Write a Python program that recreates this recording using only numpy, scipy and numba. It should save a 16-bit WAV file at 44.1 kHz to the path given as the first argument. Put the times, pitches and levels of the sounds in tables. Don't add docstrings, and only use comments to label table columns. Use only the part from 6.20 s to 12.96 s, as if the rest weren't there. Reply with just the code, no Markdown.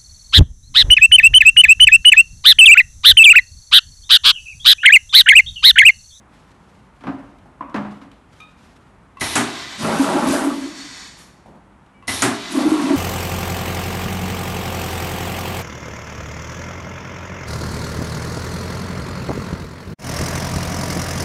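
import sys
import numpy as np
from scipy import signal
from scipy.fft import rfft, irfft, next_fast_len
from scipy.io import wavfile
from numba import njit

SR = 44100
rng = np.random.default_rng(int(sys.argv[2]) if len(sys.argv) > 2 else 0)


def persist_wave(psi):
    counts = np.round(np.clip(psi, -1, 1) * 32767).astype(np.int16)
    wavfile.write(sys.argv[1], SR, np.atleast_2d(counts).T)


N = 298201
T = np.arange(N) / SR
AGE = T[:SR]

# start t/s, length/s, boom level/dB, splash level/dB, spray level/dB
JET_SHOTS = [(3.569, .66, -21, -22.5, -36.5), (6.3, .68, -18.5, -26, -39)]
# t/s, starting pitch f/Hz, level/dB, t60/s
GULPS = [(3.794, 270.2, -6, 0.16), (3.947, 268, -15, 0.11), (4.030, 248, -13.5, 0.087),
         (4.105, 274, -12.5, 0.14), (4.219, 269.7, -17, 0.2), (4.375, 276, -21, 0.17),
         (6.370, 285, -11.5, 0.13), (6.461, 307, -5, 0.068), (6.516, 306, -3.5, 0.075),
         (6.538, 295, -9.5, 0.053), (6.703, 280, -8, 0.18)]
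# start t/s, length/s, level/dB
SPITS = [(3.585, 0.03, -38), (3.775, 0.023, -37.5), (4.05, 0.097, -31.5), (6.288, 0.024, -33.5)]
# f/Hz, width/Hz, level/dB
HOLLOW_PEAKS = [(165, 7.9, 2.5), (220, 25, -9.5), (277.1, 18, 10.5), (309.4, 9.3, 0.5), (350, 36, 8.5)]
# f/Hz, width/Hz, level/dB
SPLASH_PEAKS = [(616, 59, 4), (827, 60, -4), (979, 22, 0), (1070, 19, -2)]
# f/Hz, level/dB
SPLASH_SPECTRUM = [(45, -52), (95, -24), (160, -5), (400, 4), (500, -2), (620, 0), (1000, 1), (1400, -1.5),
                   (2000, -8), (3000, -13.5), (9000, -40)]
# f/Hz, level/dB
SPRAY_SPECTRUM = [(1200, 7), (2500, 1.5), (5000, 0), (7500, 0.5), (10000, 1.5), (12000, -3)]
# start t/s, length/s, broad rush level/dB, throttle hiss level/dB
TRAVELS = [(3.024, 1, -34.5, -39), (4.243, 0.57, -44, -37.5), (5.89, 0.88, -34, -41)]
# f/Hz, level/dB
RUSH_SPECTRUM = [(80, -15), (300, 3.5), (500, -13), (700, -1.5), (2000, 1.5), (2800, 1.5), (3900, 3),
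                 (5000, -3), (7000, -9.5), (10000, -23.5), (12000, -17.5)]
# f/Hz, level/dB
THROTTLE_SPECTRUM = [(200, -17), (700, -12.5), (1900, 5.5), (2900, -3.5), (4000, -1), (7000, -3.5),
                     (9000, -7.5), (10200, -28.5), (11200, -9.5), (12200, -34.5)]
# f/Hz, width/Hz, level/dB
THROTTLE_PEAKS = [(3590, 130, 4.6), (3700, 41, 2.4), (4430, 170, 8.6), (4700, 60, 3), (5430, 180, 5.8),
                  (5730, 60, 4), (6130, 140, 3.5), (6870, 130, 7.1), (8700, 60, 4.5)]
# f/Hz, level/dB, t60/s
TABLE_MODES = [(78, -6.5, 0.4), (95.4, -3.5, 0.27)]
# t/s, lead of the first leak/s, blast level/dB, clack level/dB, ping f/Hz, ping level/dB
VALVE_SHOTS = [(3.008, .010, -24.5, -24.5, 2004, -27), (5.878, .006, -24, -26.5, 2024, -21.5)]
# f/Hz, level/dB
BLAST_SPECTRUM = [(200, 0), (700, -1.5), (1500, -4.5), (2800, -5), (3900, 1), (4800, -4), (5700, 1.5),
                  (7700, -7), (9400, -2.5), (11000, -1.5), (12500, -13.5)]
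# f/Hz, width/Hz, level/dB
BLAST_PEAKS = [(2013, 49, 1.5), (3728, 50, 1.5), (4200, 79, -1), (5360, 120, -5), (9200, 300, 0),
               (11050, 200, -5)]
# f/Hz, level/dB
VALVE_CLACK_SPECTRUM = [(55, -18), (90, 7), (140, -5), (280, 2.5), (400, -4), (500, -19.5), (680, -3),
                        (1000, -5.5), (1500, -7), (2100, -4.5), (4000, -14.5), (11000, -43)]
# t/s, level/dB
SLAMS = [(3.155, -11), (6.021, -10.5)]
# f/Hz, level/dB
SLAM_SPECTRUM = [(50, -27.5), (120, -6.5), (175, -1.5), (260, 3), (390, 2.5), (480, -12.5), (680, -1.5),
                 (1700, -4), (2500, -9.5), (4800, -16), (9000, -11), (12000, -23.5)]
# f/Hz, level/dB
CRACK_SPECTRUM = [(1000, -8), (5000, -12.5), (6800, 2), (9000, -8.5), (12000, -22)]
# f/Hz, level/dB, t60/s
FRAME_MODES = [(119.5, -6, 0.36), (239.3, 1, 0.41), (267, -5, 0.45), (292.6, -4, 0.51), (363, -11.5, 0.54),
               (407, -11.5, .75), (665, -11, 0.49), (755, -16.5, 0.25), (1165, -20.5, 0.24),
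               (1690, -3.5, .26), (1782, -28, .4), (2375, -18.5, 0.4), (2740, -23.5, .26),
               (3560, -9.5, .21)]
# t/s, level/dB
PEDAL_CLICKS = [(2.970, -37), (5.825, -43)]
# f/Hz, level/dB, t60/s
PEDAL_MODES = [(1040, -2.5, .12), (1110, -3.5, .2), (2010, -11, 0.12), (2680, -12, 0.16)]
# start t/s, length/s, pitch f/Hz, level/dB
SQUEAKS = [(5.741, 0.066, 2299, -57.5), (6.6, 0.1, 2600, -64), (5.737, .13, 2900, -68)]
# t/s, level/dB, hollow boom level/dB, brightness in dB per octave
BUMPS = [(0.807, -45.5, 1, 3.5), (.837, -33, -1.5, 0.5), (.869, -23, 0.5, -1), (.886, -33.5, 1.5, 0.5),
         (.985, -43, 3, 0), (1.543, -23.5, 3.5, 1.5), (1.560, -23.5, 3.5, 0.5), (1.648, -31.5, -1, -1),
         (1.815, -44.5, 5, 4)]
# f/Hz, level/dB
BUMP_SPECTRUM = [(50, -19), (130, 5), (300, 3), (430, -4.5), (750, -1.5), (1100, -1.5), (1700, -8),
                 (3000, -20), (5000, -31), (11000, -48)]
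# f/Hz, level/dB, t60/s
BUCKET_MODES = [(146.5, -14.5, 0.48), (206.8, -5.5, 0.62), (265.6, 0, 0.43), (284.6, -1.5, 0.49),
                (331.5, -10.5, 0.4), (598, -20, 0.69), (730, -15, 0.61), (853, -27, 0.5)]
# t/s, level/dB, brightness in dB per octave
CLACKS = [(1.408, -28, -1), (1.432, -36, -11)]
# f/Hz, level/dB
CLACK_SPECTRUM = [(80, -22), (200, -4.5), (290, 3), (420, -18), (560, -8), (850, -10), (1020, 6),
                  (1280, -7.5), (1600, -15.5), (2400, -19.5), (4000, -39), (11000, -59)]
# t/s, level/dB
KNOCKS = [(1.256, -44.5), (5.259, -39.5), (5.281, -43), (5.35, -46.5)]
# f/Hz, level/dB
KNOCK_SPECTRUM = [(90, -2), (200, 8), (330, 5), (470, -6), (650, 2.5), (950, -3), (1300, -17),
                  (2500, -28.5), (8000, -35)]
# t/s, level/dB
TICKS = [(1.185, -50.5), (1.496, -48), (1.745, -50), (1.818, -53), (1.915, -45), (2.204, -43), (5.662, -56)]
# f/Hz, level/dB
TICK_SPECTRUM = [(800, -15), (3000, 4), (5000, -7), (11000, -16.5)]
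# f/Hz, level/dB, t60/s
CLINK_MODES = [(1240, -11, 0.23), (1254, -7, .4), (2400, 3.5, 0.089), (2420, -1, 0.25), (2490, -6, 0.32),
               (2530, -12, 0.47), (3660, -15, 0.44), (3700, -10, 0.35), (3750, -14, 0.33),
               (6170, -15, 0.062)]
# start t/s, length/s, level/dB
RUSTLES = [(.08, .25, -59), (0.445, .08, -69), (0.735, .24, -64), (1.574, .15, -59), (2.077, .08, -59.5),
           (2.356, .07, -58.5)]
# f/Hz, level/dB
CLOTH_SPECTRUM = [(1000, 6.5), (3000, 2), (7000, -5.5), (11000, -13)]
# f/Hz, level/dB
AMBIENT_SPECTRUM = [(15, -47), (25, -29), (49, -0.5), (118, -5.5), (197, -3), (323, -11), (555, -16),
                    (682, -15), (906, -12.5), (979, -13.5), (1170, -14.5), (2360, -26), (4990, -40.5),
                    (9510, -41), (12000, -50), (15600, -79.5), (22000, -120)]

JET_RISE_S, SPLASH_RISE_S = 0.046, 0.081
BOOM_FALL_DB_PER_S, SPLASH_FALL_DB_PER_S, SPRAY_FALL_DB_PER_S = 67, 83, 72
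BOOM_GROWTH_DB_PER_S = 6.5
SPIT_RISE_S, SPIT_FALL_DB_PER_S = 0.035, 253
SHALLOW_HZ, DEEP_HZ, SETTLE_S = 185, 308.5, .42
RUSH_RISE_S, RUSH_SAG_DB_PER_S, HISS_RISE_S, AIR_FALL_DB_PER_S = 0.023, 4, 0.37, 74
PUFF_S, PUFF_LENGTH_S, PUFF_DB = 4.965, 0.048, -49
PUFF_RISE_S, PUFF_FALL_DB_PER_S = 0.022, 171
THUD_S, THUD_DB = 4.078, -34.5
SLAM_BUILD_CYCLES = 5
CLINK_S, CLINK_DB = 2.202, -35.5
RUSTLE_RISE_S, RUSTLE_FALL_DB_PER_S = 0.053, 48
AMBIENT_DB = -49.5
ROOM_T60_S, ROOM_DAMP = 0.85, 0.2
TOP_HZ = 11900


def water(boom_db=-6, hollow_db=-8, splash_db=0.0, spray_db=-2, wobble_hz=52):
    booming, splashing, spraying, cavity_hz = jet()
    pitch = cavity_hz + wobble_hz * walk(190)
    tone = np.sin(2 * np.pi * np.cumsum(pitch) / SR)
    cavity = unit(amp(3.8 * walk(70)) * tone)
    hz = np.fft.rfftfreq(N, 1 / SR)
    hollow = unit(irfft(rfft(cavity) * resonate(HOLLOW_PEAKS, hz), N))
    out = room(booming * (amp(boom_db) * cavity + amp(hollow_db) * hollow), -9)

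    for s, gulp_hz, db, t60 in GULPS:
        onset = (1 - np.exp(-AGE / 0.0031)) ** 2
        rising_tone = np.sin(2 * np.pi * gulp_hz * AGE * (1 + 0.32 * AGE))
        add(out, s, 2 * amp(db) * onset * fade(t60) * rising_tone)

    splash = bubbles(348, 4430, count=9000, cycles=18.8, spread_db=3.5, glide=0.2)
    splash = room(splash * amp(2.4 * walk(35)), 1)
    out += amp(splash_db) * splashing * colour(splash, SPLASH_SPECTRUM, SPLASH_PEAKS)

    spray = bubbles(1800, 12500, count=20000, cycles=6.2, spread_db=3, glide=0.11)
    spray = colour(spray, SPRAY_SPECTRUM)
    return out + amp(spray_db) * room(spraying * amp(1.5 * walk(30)) * spray, 1)


def jet():
    boom = splash = spray = poured_s = 0
    for s, length, boom_db, splash_db, spray_db in JET_SHOTS:
        boom_swell = swell(s, length, JET_RISE_S, BOOM_FALL_DB_PER_S, BOOM_GROWTH_DB_PER_S)
        splash_swell = swell(s, length, SPLASH_RISE_S, SPLASH_FALL_DB_PER_S)
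        splash_swell = splash_swell * np.clip((T - s) / SPLASH_RISE_S, 0, 1)
        boom = boom + amp(boom_db) * boom_swell
        splash = splash + amp(splash_db) * splash_swell
        spray = spray + amp(spray_db) * swell(s, length, JET_RISE_S, SPRAY_FALL_DB_PER_S)
        poured_s = poured_s + np.clip(T - s, 0, length)
    for s, length, db in SPITS:
        spray = spray + amp(db) * swell(s, length, SPIT_RISE_S, SPIT_FALL_DB_PER_S)
    cavity_hz = DEEP_HZ + (SHALLOW_HZ - DEEP_HZ) * np.exp(-poured_s / SETTLE_S)
    return boom, splash, spray, cavity_hz


def bubbles(low_hz, high_hz, count, cycles, spread_db, glide):
    when, pitch, luck = rng.random((count, 3)).T
    hz = low_hz * (high_hz / low_hz) ** pitch
    size = hz / low_hz * amp(-spread_db * np.log(np.maximum(luck, .01)))
    start = (when * N).astype(np.int64)
    return chirps(start, hz, size, float(max(cycles, 1)), float(glide))


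@njit
def chirps(start, hz, size, cycles, glide):
    out = np.zeros(N)
    for k in range(len(hz)):
        life = cycles * SR / hz[k]
        turn = 2 * np.pi * hz[k] / SR
        z = size[k] + 0j
        step = np.exp(1j * turn - np.log(200) / life)
        rise = np.exp(1j * turn * glide / life)
        for i in range(start[k], min(N, start[k] + int(life))):
            z *= step
            step *= rise
            out[i] += z.imag
    return out


def cylinder():
    rush = hiss = 0
    for s, length, rush_db, hiss_db in TRAVELS:
        rush_swell = swell(s, length, RUSH_RISE_S, AIR_FALL_DB_PER_S, -RUSH_SAG_DB_PER_S)
        rush = rush + amp(rush_db) * rush_swell
        hiss = hiss + amp(hiss_db) * swell(s, length, HISS_RISE_S, AIR_FALL_DB_PER_S)
    air = rush * noise(RUSH_SPECTRUM, peaks=BLAST_PEAKS[:2])
    air = air + hiss * noise(THROTTLE_SPECTRUM, peaks=THROTTLE_PEAKS)
    puff = swell(PUFF_S, PUFF_LENGTH_S, PUFF_RISE_S, PUFF_FALL_DB_PER_S)
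    puff = amp(PUFF_DB) * puff * noise(SPRAY_SPECTRUM)
    out = amp(-4.0) * room(air * amp(1.4 * walk(23)), 1.8) + room(puff, -2)
    add(out, THUD_S, amp(THUD_DB) * ring(TABLE_MODES, 0.0066))
    return out


def valves(blast_hold_s=.19, blast_t60=1.6, vent_t60=.4, leak_db=-16, frame_db=-2, crack_db=1):
    out = np.zeros(N)
    for s, leak_s, blast_db, clack_db, ping_hz, ping_db in VALVE_SHOTS:
        opening = np.where(AGE < leak_s, amp(leak_db), 1)
        venting = np.exp(-np.log(1000) * np.maximum(AGE - blast_hold_s, 0) / vent_t60)
        pressure = fade(blast_t60) * venting
        blast = opening * pressure * noise(BLAST_SPECTRUM, size=SR, peaks=BLAST_PEAKS)
        add(out, s - leak_s, amp(blast_db) * blast)
        ping = ring([(ping_hz * ratio, 0, .27) for ratio in (.982, 1, 1.02)], 0.00091)
        clack = clatter(VALVE_CLACK_SPECTRUM, .3, 0, build_cycles=1.0)
        add(out, s + 0.00205, amp(clack_db) * clack + amp(ping_db) * ping)
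        add(out, s, amp(clack_db - 6.5) * ring(TABLE_MODES, .006))
    for s, db in SLAMS:
        crack = amp(crack_db) * fade(0.02) * noise(CRACK_SPECTRUM, size=SR)
        body = clatter(SLAM_SPECTRUM, 0.4, -11.5, build_cycles=SLAM_BUILD_CYCLES)
        frame = amp(frame_db) * ring(FRAME_MODES, 0.021)
        add(out, s, amp(db) * (crack + body + frame))
    return out


def pedal(tick_db=-12):
    out = np.zeros(N)
    for s, length, hz, db in SQUEAKS:
        rub = np.clip(AGE / .006, 0, 1) * np.exp(-np.maximum(AGE - length, 0) / .012)
        tone = np.sin(2 * np.pi * hz * AGE + .6 * walk(60)[:SR])
        add(out, s, amp(db + 2 * walk(70)[:SR]) * rub * tone)
    for s, db in PEDAL_CLICKS:
        tick = amp(tick_db) * clatter(TICK_SPECTRUM, 0.04, -9.5)
        add(out, s, amp(db) * (ring(PEDAL_MODES, .0006) + tick))
    return out


def handling(boom_build_s=0.0066, bump_t60=0.22, bump_room_db=-10, clack_room_db=-5):
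    out = np.zeros(N)
    for s, db, boom_db, tilt_db in BUMPS:
        bump = clatter(BUMP_SPECTRUM, bump_t60, bump_room_db, tilt_db, build_cycles=0.57)
        boom = amp(boom_db) * ring(BUCKET_MODES, boom_build_s)
        add(out, s, amp(db) * (bump + boom))
    for s, db, tilt_db in CLACKS:
        add(out, s, amp(db) * clatter(CLACK_SPECTRUM, 0.14, clack_room_db, tilt_db, build_cycles=0.47))
    for s, db in KNOCKS:
        add(out, s, amp(db) * clatter(KNOCK_SPECTRUM, 0.23, -8.5, build_cycles=0.48))
    for s, db in TICKS:
        add(out, s, amp(db) * clatter(TICK_SPECTRUM, 0.033, -16))
    clink = np.zeros(N)
    add(clink, CLINK_S, amp(CLINK_DB) * ring(CLINK_MODES, 0.00083))
    out += room(clink, -8.5)
    moves = 0
    for s, length, db in RUSTLES:
        moves = moves + amp(db) * swell(s, length, RUSTLE_RISE_S, RUSTLE_FALL_DB_PER_S)
    return out + moves * amp(3.5 * walk(60)) * noise(CLOTH_SPECTRUM)


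def murmur():
    return amp(AMBIENT_DB) * amp(.5 * walk(3.3)) * noise(AMBIENT_SPECTRUM)


def room(x, wet_db):
    tail = clatter([(100, 5.5), (3000, -3.5), (12000, -2.0)], 0.15, -7.5)
    return x + amp(wet_db) * signal.fftconvolve(x, tail / np.linalg.norm(tail))[:N]


def clatter(spectrum, t60, room_db, tilt_db=0, build_cycles=2):
    hz = np.fft.rfftfreq(SR, 1 / SR)
    octave = np.log2((hz + 1) / 1000)
    gain = shape(spectrum, hz) * amp(tilt_db * octave)
    body = rfft(unit(irfft(rfft(rng.standard_normal(SR)) * gain)))
    out = 0
    for k in range(-4, 5):
        band = irfft(body * np.maximum(1 - abs(octave - k), 0))
        life = 2 ** (-ROOM_DAMP * max(k, 0))
        build = 1 - np.exp(-AGE * 1000 * 2. ** k / build_cycles)
        tail = amp(room_db) * fade(ROOM_T60_S * life)
        out = out + band * build * np.hypot(fade(t60 * life), tail)
    return out


def ring(modes, build_s):
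    hz, db, t60 = np.transpose(modes)
    chance = rng.standard_normal((len(hz), 2))
    waves = 0
    for f, d, life, (detune, phase) in zip(hz, db, t60, chance):
        tone = np.sin(2 * np.pi * (f * (1 + 0.0036 * detune) * AGE + phase))
        waves = waves + amp(d) * fade(life) * tone
    return waves * (1 - np.exp(-AGE / build_s)) / np.sqrt(np.sum(amp(db) ** 2) / 2)


def swell(s, length, rise_s, fall_db_per_s, slope_db_per_s=0):
    age = T - s
    held = np.clip(age, 0, length) - length / 2
    fall_db = fall_db_per_s * np.maximum(age - length, 0)
    return np.clip(age / rise_s, 0, 1) * amp(slope_db_per_s * held - fall_db)


def noise(spectrum, size=N, peaks=()):
    return colour(rng.standard_normal(size), spectrum, peaks)


def colour(x, spectrum, peaks=()):
    size = next_fast_len(len(x), True)
    hz = np.fft.rfftfreq(size, 1 / SR)
    response = shape(spectrum, hz) * (1 + resonate(peaks, hz))
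    return unit(irfft(rfft(x, size) * response, size)[:len(x)])


def shape(spectrum, hz):
    points, db = np.transpose(spectrum)
    bass_cut = hz / np.hypot(hz, points[0] / 2)
    return amp(np.interp(np.log(hz + 1), np.log(points), db)) * bass_cut


def resonate(peaks, hz):
    return sum(amp(db) * 1j * hz * w / (f * f - hz * hz + 1j * hz * w) for f, w, db in peaks)


def walk(rate):
    return np.interp(T * rate, np.arange(4096), rng.standard_normal(4096))


def fade(t60):
    return np.exp(-np.log(1000) * AGE / max(t60, .002))


def amp(db):
    return 10 ** (np.asarray(db) / 20)


def unit(x):
    return x / np.sqrt(np.mean(x ** 2))


def add(out, s, x):
    i = int(s * SR)
    out[i:i + len(x)] += x[:N - i]


def scene():
    return (water() + cylinder() + valves() + pedal() + handling() + murmur())[None]


def record(dry):
    ceiling = 0.73
    rounded = ceiling * np.tanh(dry / ceiling)
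    return signal.sosfilt(signal.ellip(10, .2, 70, TOP_HZ, fs=SR, output="sos"), rounded)


dry = scene()
out = record(dry)
persist_wave(out)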